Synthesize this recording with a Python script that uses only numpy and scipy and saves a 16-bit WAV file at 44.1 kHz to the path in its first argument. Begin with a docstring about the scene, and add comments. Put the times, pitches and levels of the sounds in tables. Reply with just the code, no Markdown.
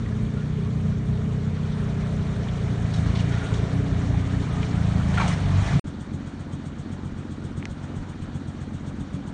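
"""A six-cylinder truck crawls out of a muddy pond: firing multiples coloured by the exhaust, plus chance kicks
that ring the exhaust box and panels. Filtered noise and ringing bubbles make the wash and splashes, falling
plops a gulp of mud, sagging sines a squeaking joint. After a very short silence the engine idles on a yard:
pulses ring the pipes of two banks and a hiss puffs once a cycle. There, low noise swells as wind on the
microphone and a twig snaps close by as struck resonances."""
import sys
import numpy as np
from scipy import signal
from scipy.io import wavfile
from scipy.ndimage import uniform_filter1d

SR = 44100
rng = np.random.default_rng(int(sys.argv[2]) if len(sys.argv) > 2 else 0)


def unload_audio(sound):
    """Save the sound as a 16-bit wav file, at the path given as the first command line argument."""
    columns = np.transpose(np.atleast_2d(sound))
    # keep every value between -1 and 1, then stretch to whole-number steps
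    steps = np.round(np.clip(columns, -1, 1) * 32767)
    wavfile.write(sys.argv[1], SR, steps.astype(np.int16))


N = 411453
TIME = np.arange(N) / SR
WADE_END_S, IDLE_START_S = 5.7948, 5.8414


def from_db(db):
    """Decibels to gain."""
    return 10 ** (np.asarray(db) / 20)


def rms_one(x):
    """Scale to rms 1."""
    return x / np.sqrt(np.mean(x ** 2) + 1e-20)


def in_time(rows):
    """Draw each column of a table as a line over time; the first column is the time."""
    s, *columns = np.transpose(rows)
    return [np.interp(TIME, s, c) for c in columns]


def drift(rate_hz):
    """Slow random movement of rms 1: noise through two equal low-pass poles, drawn at every 40th sample."""
    r = np.exp(-80 * np.pi * rate_hz / SR)
    noise = rng.standard_normal(N // 40 + 2002)
    slow = signal.lfilter([1], [1, -2 * r, r * r], noise)[2000:]   # drop the run-in
    return np.interp(np.arange(N) / 40, np.arange(len(slow)), rms_one(slow))


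def resonate(x, hz, width_hz):
    """One ringing resonance with a gain of about 1 on its peak."""
    r = np.exp(-np.pi * width_hz / SR)
    zeros = np.array([1, 0, -1]) * (1 - r * r) / 2
    poles = [1, -2 * r * np.cos(2 * np.pi * hz / SR), r * r]
    return signal.lfilter(zeros, poles, x + 1e-18)


def body(x, modes):
    """Parallel resonances of alternating sign, as in a hollow body; rms 1."""
    rings = [from_db(db) * resonate(x, hz, width_hz) for hz, width_hz, db in modes]
    return rms_one(sum((-1) ** k * ring for k, ring in enumerate(rings)))


def banded_noise(spectrum, patchy_db):
    """Third-octave noise bands that flicker partly together and mostly apart; rms 1."""
    out = 0
    together = drift(7)
    edges = 120 * 2 ** np.arange(0, 6.6, 1 / 3)
    white = rng.standard_normal((2, N))
    hz, db = np.transpose(spectrum)
    for k, (low, high) in enumerate(zip(edges, edges[1:])):
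        band_pass = signal.butter(2, [low, high], "band", fs=SR, output="sos")
        band = signal.sosfilt(band_pass, white[k % 2])
        level_db = np.interp(np.log(low * high) / 2, np.log(hz), db)
        out = out + band * from_db(level_db + patchy_db * (0.29 * together + drift(23)))
    return rms_one(out)


def firings(turns, at=0.):
    """Samples where a running count of turns passes the point `at` of a turn."""
    return np.flatnonzero(np.diff(np.floor(turns - at)) > 0)


def add_at(out, start_s, sound):
    """Mix a short sound in from its start time."""
    i = round(start_s * SR)
    out[i:i + len(sound)] += sound


# wind puffs on the microphone: centre_s [s], level_db [dB]
GUSTS = [(5.86, -36), (6.1, -50), (7.35, -60), (7.72, -43), (8.01, -41), (8.22, -42), (8.78, -39),
         (9.0, -50)]
AIR_DB, GUST_S = -46.5, 0.032   # mean level of still air; reach of a puff to either side


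def wind():
    """Low rumble of air on the microphone, swelling in short puffs."""
    rumble = rms_one(resonate(resonate(rng.standard_normal(N), 38, 43), 51, 71))
    puffs = sum(from_db(db) * np.exp(-((TIME - s) / GUST_S) ** 2) for s, db in GUSTS)
    return (from_db(AIR_DB + 1.4 * drift(7.0)) + puffs) * rumble


# snaps of the twig: start_s [s], wood_db [dB of drive], edge_db [dB of drive]
TWIG = [(7.6267, -25, -60), (7.6546, -21, -23.5), (7.657, -33, -42)]


def twig():
    """Dry snaps: a fast-fading crackle strikes a woody ring, a dull knock and a bright edge."""
    wood, edge = np.zeros((2, N))
    n = np.arange(60)
    for s, wood_db, edge_db in TWIG:
        crackle = (1 + 0.25 * rng.standard_normal(60)) * np.exp(-n / 2.7)
        add_at(wood, s, from_db(wood_db) * crackle)
        add_at(edge, s, from_db(edge_db) * crackle * (-1) ** (n // 3))   # sign flips brighten it
    ring = resonate(resonate(resonate(wood, 1900, 1800), 2050, 1000), 2050, 1800)
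    knock = resonate(resonate(wood, 950, 770), 950, 770)
    bright = resonate(resonate(edge, 5200, 4000), 5100, 2500)
    return 3.0 * knock + 8.0 * ring + 3.0 * bright


# squeaks of the joint: start_s [s], length_s [s], pitch_hz [Hz at the start], level_db [dB, amplitude]
SQUEAKS = [(0.364, 0.066, 1420, -46), (3.317, .015, 1500, -38), (3.338, .055, 1425, -43),
           (3.411, .022, 1440, -39), (3.44, .05, 1440, -39), (3.503, 0.024, 1413, -43),
           (4.18, .15, 1260, -50), (4.49, .15, 1260, -46)]
SQUEAK_SAG_HZ_PER_S, SQUEAK_SPREAD_HZ, SQUEAK_FLUTTER_DB = 420, 20, 3.2


def joint():
    """Squeaking joint: narrow rough tones that sag in pitch and flutter in level."""
    hz, gain = np.zeros((2, N))
    for s, length_s, start_hz, db in SQUEAKS:
        on = (TIME > s) & (TIME < s + length_s)
        hz[on] = start_hz - SQUEAK_SAG_HZ_PER_S * (TIME[on] - s)
        gain[on] = from_db(db)
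    phase = 2 * np.pi * np.cumsum(hz + SQUEAK_SPREAD_HZ * drift(29.7)) / SR
    soft_gain = uniform_filter1d(gain, size=300)
    return soft_gain * from_db(SQUEAK_FLUTTER_DB * drift(34)) * np.sin(phase)


# colour of the water hiss: pitch_hz [Hz], level_db [dB per Hz, relative]
WASH = [(280, -4), (480, -31), (571, 3.5), (688, -5.5), (788, -3.5), (1230, -2.5), (1330, -3.5),
        (2290, -8.5), (2660, -13), (3280, -12.5), (4310, -15.5), (4940, -33.5), (5520, -15.5), (8630, -25),
        (9300, -33), (12100, -63), (20500, -120)]


def wash(wash_db):
    """Pushed water: patchy hiss and a crowd of small bubbles, each ringing for a few cycles."""
    sizes = from_db(3.4 * np.minimum(rng.exponential(1, N), 3))
    births = sizes * (rng.random(N) < 900 / SR)   # about 900 bubbles a second
    dealt = rng.integers(0, 20, N)   # one of twenty pitches for each
    pitches_hz = np.geomspace(800, 3600, 20)
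    bubbles = sum(resonate(births * (dealt == k), hz, hz / 15.0) for k, hz in enumerate(pitches_hz))
    return from_db(wash_db) * (banded_noise(WASH, patchy_db=1.68) + from_db(-12.5) * rms_one(bubbles))


def ring_plops(rows):
    """Ring bubbles given as (start_s, level_db, pitch_hz): shaky sines, the higher the sooner gone."""
    out = np.zeros(N)
    t = np.arange(SR // 10) / SR
    for s, db, hz in rows:
        wobble = resonate(rng.standard_normal(len(t)), 110, 200)   # the cavity wall shakes
        tone = np.sin(2 * np.pi * hz * t + 0.43 * rms_one(wobble))
        fade_db = t * (407.0 + .5 * hz)
        add_at(out, s, from_db(db - 1.0 - fade_db) * np.minimum(t / 0.0012, 1) * tone)
    return out


# single plops: start_s [s], level_db [dB before the 1 dB trim in ring_plops], pitch_hz [Hz]
PLOPS = [(0.06, -34, 1930), (.122, -36, 1705), (2.984, -31, 642), (3.155, -32, 2160), (3.157, -31, 630),
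         (3.24, -30, 667), (3.31, -30, 630), (3.339, -30, 1820), (3.451, -33, 1170), (4.103, -31, 618),
         (4.142, -30, 807), (5.182, -22, 741), (5.207, -20, 2330), (5.315, -25.5, 2050), (5.391, -29, 1310),
         (5.403, -44, 644.4), (5.468, -30, 665.6), (5.72, -33, 1470)]


def plops():
    """Lone bubbles closing in the water."""
    return ring_plops(PLOPS)


GULP_S, GULP_STEP_S, GULP_LOSS_DB = 5.177, .021, 2.2   # start, spacing and loss per plop
GULP_START_HZ, GULP_END_HZ, GULP_FALL_S = 1390, 590, .047


def mud_gulp():
    """Mud sucks at a tyre: six plops, each weaker and lower as the cavity grows."""
    k = np.arange(6)
    late_s = GULP_STEP_S * k
    hz = GULP_END_HZ + (GULP_START_HZ - GULP_END_HZ) * np.exp(-late_s / GULP_FALL_S)
    return ring_plops(zip(GULP_S + late_s, -15 - GULP_LOSS_DB * k, hz))


# sharp slaps of water: start_s [s], level_db [dB before the trim in slaps], centre_hz [Hz]
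SLAPS = [(2.4854, -25.5, 3100), (2.94, -23, 3800), (3.152, -37, 3240), (3.5394, -26, 3410),
         (4.629, -22, 2327), (5.198, -23, 2706), (5.222, -30, 3400)]
SLAP_T60_S, SLAP_WIDTH = .06, .35   # 60 dB fade; width of each resonance as share of the centre


def slaps():
    """Short bursts of narrow noise, struck at once and soon gone."""
    out = np.zeros(N)
    t = np.arange(SR // 5) / SR
    for s, db, hz in SLAPS:
        width_hz = SLAP_WIDTH * hz
        burst = rms_one(resonate(resonate(rng.standard_normal(len(t)), hz, width_hz), hz, width_hz))
        level = from_db(db - 13.5 - 60 * t / SLAP_T60_S)
        add_at(out, s, level * np.minimum(t / 0.00079, 1) * burst)
    return out


# splashes: start_s [s], level_db [dB before the spray trim or drop loss], centre_hz [Hz]
SPLASHES = [(2.936, -21.5, 4060), (3.06, -26, 3200), (3.15, -18, 2810), (3.189, -23, 3300),
            (3.321, -21, 2580), (3.537, -23.5, 4265), (4.288, -25, 1792), (4.62, -26, 3440),
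            (5.138, -19, 2128), (5.171, -9, 1330), (5.175, -21, 2570), (5.2, -11, 950), (5.21, -15, 2370),
            (5.24, -20, 1290), (5.271, -18, 2120), (5.275, -17, 5400), (5.3, -30, 1860), (5.66, -24, 2415)]
SPLASH_T60_S, DROPS_WITHIN_S, DROP_DB = 0.34, 0.065, -13


def splashes():
    """Bursts of grainy spray that swell quickly and die away, each throwing three ringing drops."""
    out = np.zeros(N)
    t = np.arange(SR // 5) / SR
    thrown = []
    for s, db, hz in SPLASHES:
        spray = rng.standard_normal(len(t)) * from_db(4.1 * np.minimum(rng.exponential(1, len(t)), 6))
        for _ in range(3):
            spray = resonate(spray, hz, 1.5 * hz)
        level = from_db(db - 21.5 - 60 * t / SPLASH_T60_S)
        add_at(out, s, level * np.minimum(t / 0.0018, 1) * rms_one(spray))
        for late, weak, high in rng.random((3, 3)):
            thrown.append((s + DROPS_WITHIN_S * late, db + DROP_DB - 6 * weak, hz * (.75 + 0.314 * high)))
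    return out + ring_plops(thrown)


# engine speed at idle: time_s [s], speed [engine cycles per s]
IDLE_SPEED = [(5.84, 7.521), (6.34, 7.662), (6.84, 7.638), (7.34, 7.669), (7.83, 7.74), (8.33, 7.743),
              (8.83, 7.602), (9.33, 7.381)]
# cylinders, banks alternating: firing_point [share of a cycle], level_db [dB, relative]
CYLINDERS = [(.269, 7.8), (.447, 1.9), (.642, -5.3), (.769, 8.2), (.924, -5.1), (1.097, 5.5)]
# pipe resonances: pitch_hz [Hz], width_hz [Hz], drive_1 and drive_2 [signed gain from each bank]
PIPES = [(68.6, 12, -1.3, 1.6), (94.4, 8, 7.1, 4.2), (138, 21, 7.6, 1.5), (186, 28, 2.5, -2.6),
         (189, 8, -9.4, 3.7), (206, 11, -1.2, 5.2), (229, 8, 2.9, 4.7), (276.5, 8, 18.9, -3.9),
         (277, 15, -12, 4.2)]
# leak hiss: pitch_hz [Hz], width_hz [Hz], level_db [dB, relative]
PUFF = [(3300, 340, -1), (6850, 1350, -5), (8620, 450, -5)]
# exhaust box at idle: pitch_hz [Hz], width_hz [Hz], level_db [dB, relative]
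IDLE_BOX = [(47, 8.6, -5), (151, 25, -2), (213, 45, -8.5), (278, 40, -11)]
# fan, valve gear and air: pitch_hz [Hz], level_db [dB per Hz, relative]
YARD = [(190, -29), (285, 7), (350, -7.5), (495, -7.5), (569, -9), (1070, -13), (1350, -13), (2540, -23.5),
        (3800, -24.5), (4500, -27.5), (4960, -31), (6940, -32.5), (7650, -37), (8550, -36.5), (9300, -57),
        (12100, -80), (20500, -120)]
BAY_DB, IDLE_THROB_DB = -43, -.8   # engine bay noise; gas turbulence in the box, re bay noise


def idling_engine():
    """Six slightly varying firings a cycle ring the pipes of two banks; a leak puffs once a cycle."""
    speed, = in_time(IDLE_SPEED)
    cycles = np.cumsum(speed * (TIME > IDLE_SPEED[0][0])) / SR
    banks = np.zeros((2, N))
    for k, (point, db) in enumerate(CYLINDERS):
        at = firings(cycles, point)
        banks[k % 2, at] = from_db(db + 2.0 * rng.standard_normal(len(at)))
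    pipes = sum(resonate(a * banks[0] + b * banks[1], hz, width_hz) for hz, width_hz, a, b in PIPES)
    silencer = signal.butter(4, 400, fs=SR, output="sos")   # softens each pulse
    exhaust = signal.sosfilt(silencer, pipes)
    since = (cycles - .13) % 1   # cycles since the leak opened
    puff = since ** 2.8 * np.exp(-since / 0.058)
    leak = body(rng.standard_normal(N), PUFF)
    hiss = from_db(-54.0 + 1.1 * drift(2.7)) * puff / puff.max() * leak
    throb = body(rng.standard_normal(N), IDLE_BOX)
    bay = from_db(BAY_DB) * (banded_noise(YARD, patchy_db=1.3) + from_db(IDLE_THROB_DB) * throb)
    return from_db(2.5 + 0.34 * drift(15.0)) * exhaust + hiss + bay


# engine speed under load: time_s [s], bank_firing_rate_hz [Hz]
SPEED = [(0.0, 28.3), (0.23, 29.5), (0.48, 30.08), (0.64, 31.04), (0.95, 30.62), (1.4, 30.96), (1.8, 30.61),
         (2.32, 30.41), (2.4, 29.56), (2.76, 28.86), (2.97, 26.49), (3.06, 27.76), (3.27, 29.55),
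         (3.53, 27.13), (3.77, 31.08), (3.84, 31.29), (4.07, 27.55), (4.29, 30.66), (4.4, 30.97),
         (4.68, 28.76), (4.86, 27.1), (5.15, 27.25), (5.35, 24.43), (5.55, 23.34), (5.79, 29.1)]
# clean firing multiples by pitch: pitch_hz [Hz], deep_db, climbing_db, close_db [dB re engine level]
EXHAUST = [(58, -18, -15.5, -12.5), (71.6, -14, -11.5, -14.5), (94.3, -9.5, -8.5, -2.5), (105, -4, -10, -6),
           (125.3, -9.5, -6.5, -17), (142.5, -12, -12, -2), (153, -5.5, -9.5, -13.5), (164, -9.5, -9, -8.5),
           (190.2, -10.5, -13, -9.5), (200, -12.5, -18, -21), (216, -9, -27.5, -22), (225, -14, -26.5, -29),
           (255, -28, -25, -22.5), (278.8, -31.5, -14, -21.5), (295, -26.5, -29.5, -31.5),
           (352, -54, -43, -36), (398, -24, -25.5, -25), (474, -24.5, -38, -32)]
# exhaust box rung by uneven firings: pitch_hz [Hz], width_hz [Hz], level_db [dB, relative]
BOX = [(51.7, 19.4, -2), (96, 46.4, -3), (135.5, 37.6, -2.5), (223, 49, -10), (286, 41, -12.5)]
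# droning body panels, floor then bonnet: pitch_hz [Hz], width_hz [Hz]
PANELS = [(410, 70), (690, 122)]
STAGES_S = (2.2, 3.701, 4.6, 5.1)   # deep until, climbing from, climbing until, close from
# panel drone at the start and at the four stage times
FLOOR_DB, BONNET_DB = (-44.5, -43, -41, -46, -45), (-57, -46.5, -44.5, -44, -43)
# for deep, climbing, close: wavering of each multiple, and strength from firing to firing
WAVER_DB, BEAT_SPREAD_DB = (1.2, 1.4, 1.9), (1.3, 1.8, 1.8)
DOWNSWEEP = (.6, -.36, .35)   # radians per multiple squared: bends the phase across the multiples
LOW_WAVER_DB = 2.2   # the multiples under the fifth also flutter quickly
HUM_SHARP_HZ, HUM_SETTLES_S = 24.64, 0.18   # the seventh multiple starts sharp and settles
PHASE_WANDER, PHASE_JITTER = .55, .03   # radians of slow beat shape; radians per multiple
CHANCE_FIRING_DB = -8   # re engine level


def clean_firings(rate):
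    """Multiples of the bank firing rate, their levels set by pitch as the exhaust lets them through."""
    turns = np.cumsum(rate) / SR
    clean = np.zeros(N)
    pond = slice(round(WADE_END_S * SR))
    stage = np.interp(TIME[pond], STAGES_S, (0.0082, 0.996, 1, 2))
    shares = [np.maximum(1 - abs(stage - n), 0) for n in range(3)]   # deep, climbing, close
    hz, *stages_db = np.transpose(EXHAUST)
    waver_db, sweep = np.dot(WAVER_DB, shares), np.dot(DOWNSWEEP, shares)
    beat_db = np.dot(BEAT_SPREAD_DB, shares) * drift(15)[pond]
    sharp_hz = HUM_SHARP_HZ * np.exp(-TIME / HUM_SETTLES_S)
    settling = sharp_hz * HUM_SETTLES_S / 7   # in turns
    for k in range(2, 15):
        pitch_hz = (k * rate + sharp_hz * (k == 7))[pond]
        level_db = sum(share * np.interp(pitch_hz, hz, db) for share, db in zip(shares, stages_db))
        level_db = level_db + beat_db + waver_db * drift(3.35)[pond]
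        level_db = level_db + LOW_WAVER_DB * (k < 5) * drift(11)[pond]
        angle = 2 * np.pi * k * (turns - settling * (k % 7 == 0))
        angle = angle + PHASE_JITTER * k * drift(5.9) + PHASE_WANDER * drift(0.79)
        clean[pond] -= from_db(level_db) * np.sin(angle[pond] + sweep * (k - 4) ** 2)
    return np.sqrt(2) * clean   # sine levels become rms levels


def panel_drone(kicks):
    """Firings and rattle shake the floor and bonnet, each a broad resonance."""
    rattle = kicks + 0.22 * rng.standard_normal(N)
    out = np.zeros(N)
    for sign, stage_db, (hz, width_hz) in zip((1, -1), (FLOOR_DB, BONNET_DB), PANELS):
        level_db = np.interp(TIME, (0, *STAGES_S), stage_db) + 0.9 * drift(2.4)
        out += sign * from_db(level_db) * rms_one(resonate(rattle, hz, width_hz))
    return out


def loaded_engine(engine_db):
    """Clean firing multiples, plus kicks of chance strength from both banks in the box and panels."""
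    rate, = in_time(SPEED)
    clean = clean_firings(rate)
    kicks = np.zeros(N)
    at = firings(2 * np.cumsum(rate) / SR)
    kicks[at] = rng.standard_normal(len(at))
    gas = kicks + 0.095 * rng.standard_normal(N)   # turbulence between the firings
    exhaust = clean + from_db(CHANCE_FIRING_DB) * body(gas, BOX)
    return from_db(engine_db) * exhaust + panel_drone(kicks)


# levels while wading: time_s [s], engine_db [dB], wash_db [dB]
WADE = [(0, -24.5, -46.5), (.4, -23.5, -46), (1, -23.5, -47), (2, -24, -43.5), (2.8, -22.5, -43),
        (3.2, -19.5, -39.5), (3.33, -22.5, -40.5), (3.42, -25, -39.5), (3.8, -21, -41), (4.5, -20.5, -41),
        (5.1, -21, -39), (5.25, -20.5, -34), (5.33, -21, -35.5), (5.36, -23.5, -39), (5.5, -23, -38),
        (5.7, -20.5, -34.5), (5.8, -20, -37)]


def scene():
    """Pond, short silence, yard."""
    engine_db, wash_db = in_time(WADE)
    water = wash(wash_db) + splashes() + slaps() + plops() + mud_gulp()
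    pond = loaded_engine(engine_db) + water + joint()
    yard = idling_engine() + wind() + twig()
    yard_fade = np.clip((TIME - IDLE_START_S) / 0.0018, 0, 1)
    return (pond * (TIME < WADE_END_S) + yard * yard_fade)[None]


# dips of the microphone housing: pitch_hz [Hz], width_hz [Hz], depth [0-1]
MIC_DIPS = [(2650, 140, 0.4), (4880, 330, 0.7), (7480, 420, 0.5)]
CUTOFF_HZ = 9200


def record(dry):
    """The microphone housing takes narrow dips out of the sound; a steep low-pass cuts the top."""
    for hz, width_hz, depth in MIC_DIPS:
        dry = dry - np.clip(depth, 0, 1) * resonate(dry, hz, width_hz)
    low_pass = signal.ellip(10, .5, 55, CUTOFF_HZ, fs=SR, output="sos")
    return signal.sosfilt(low_pass, dry)


dry = scene()
out = record(dry)
unload_audio(out)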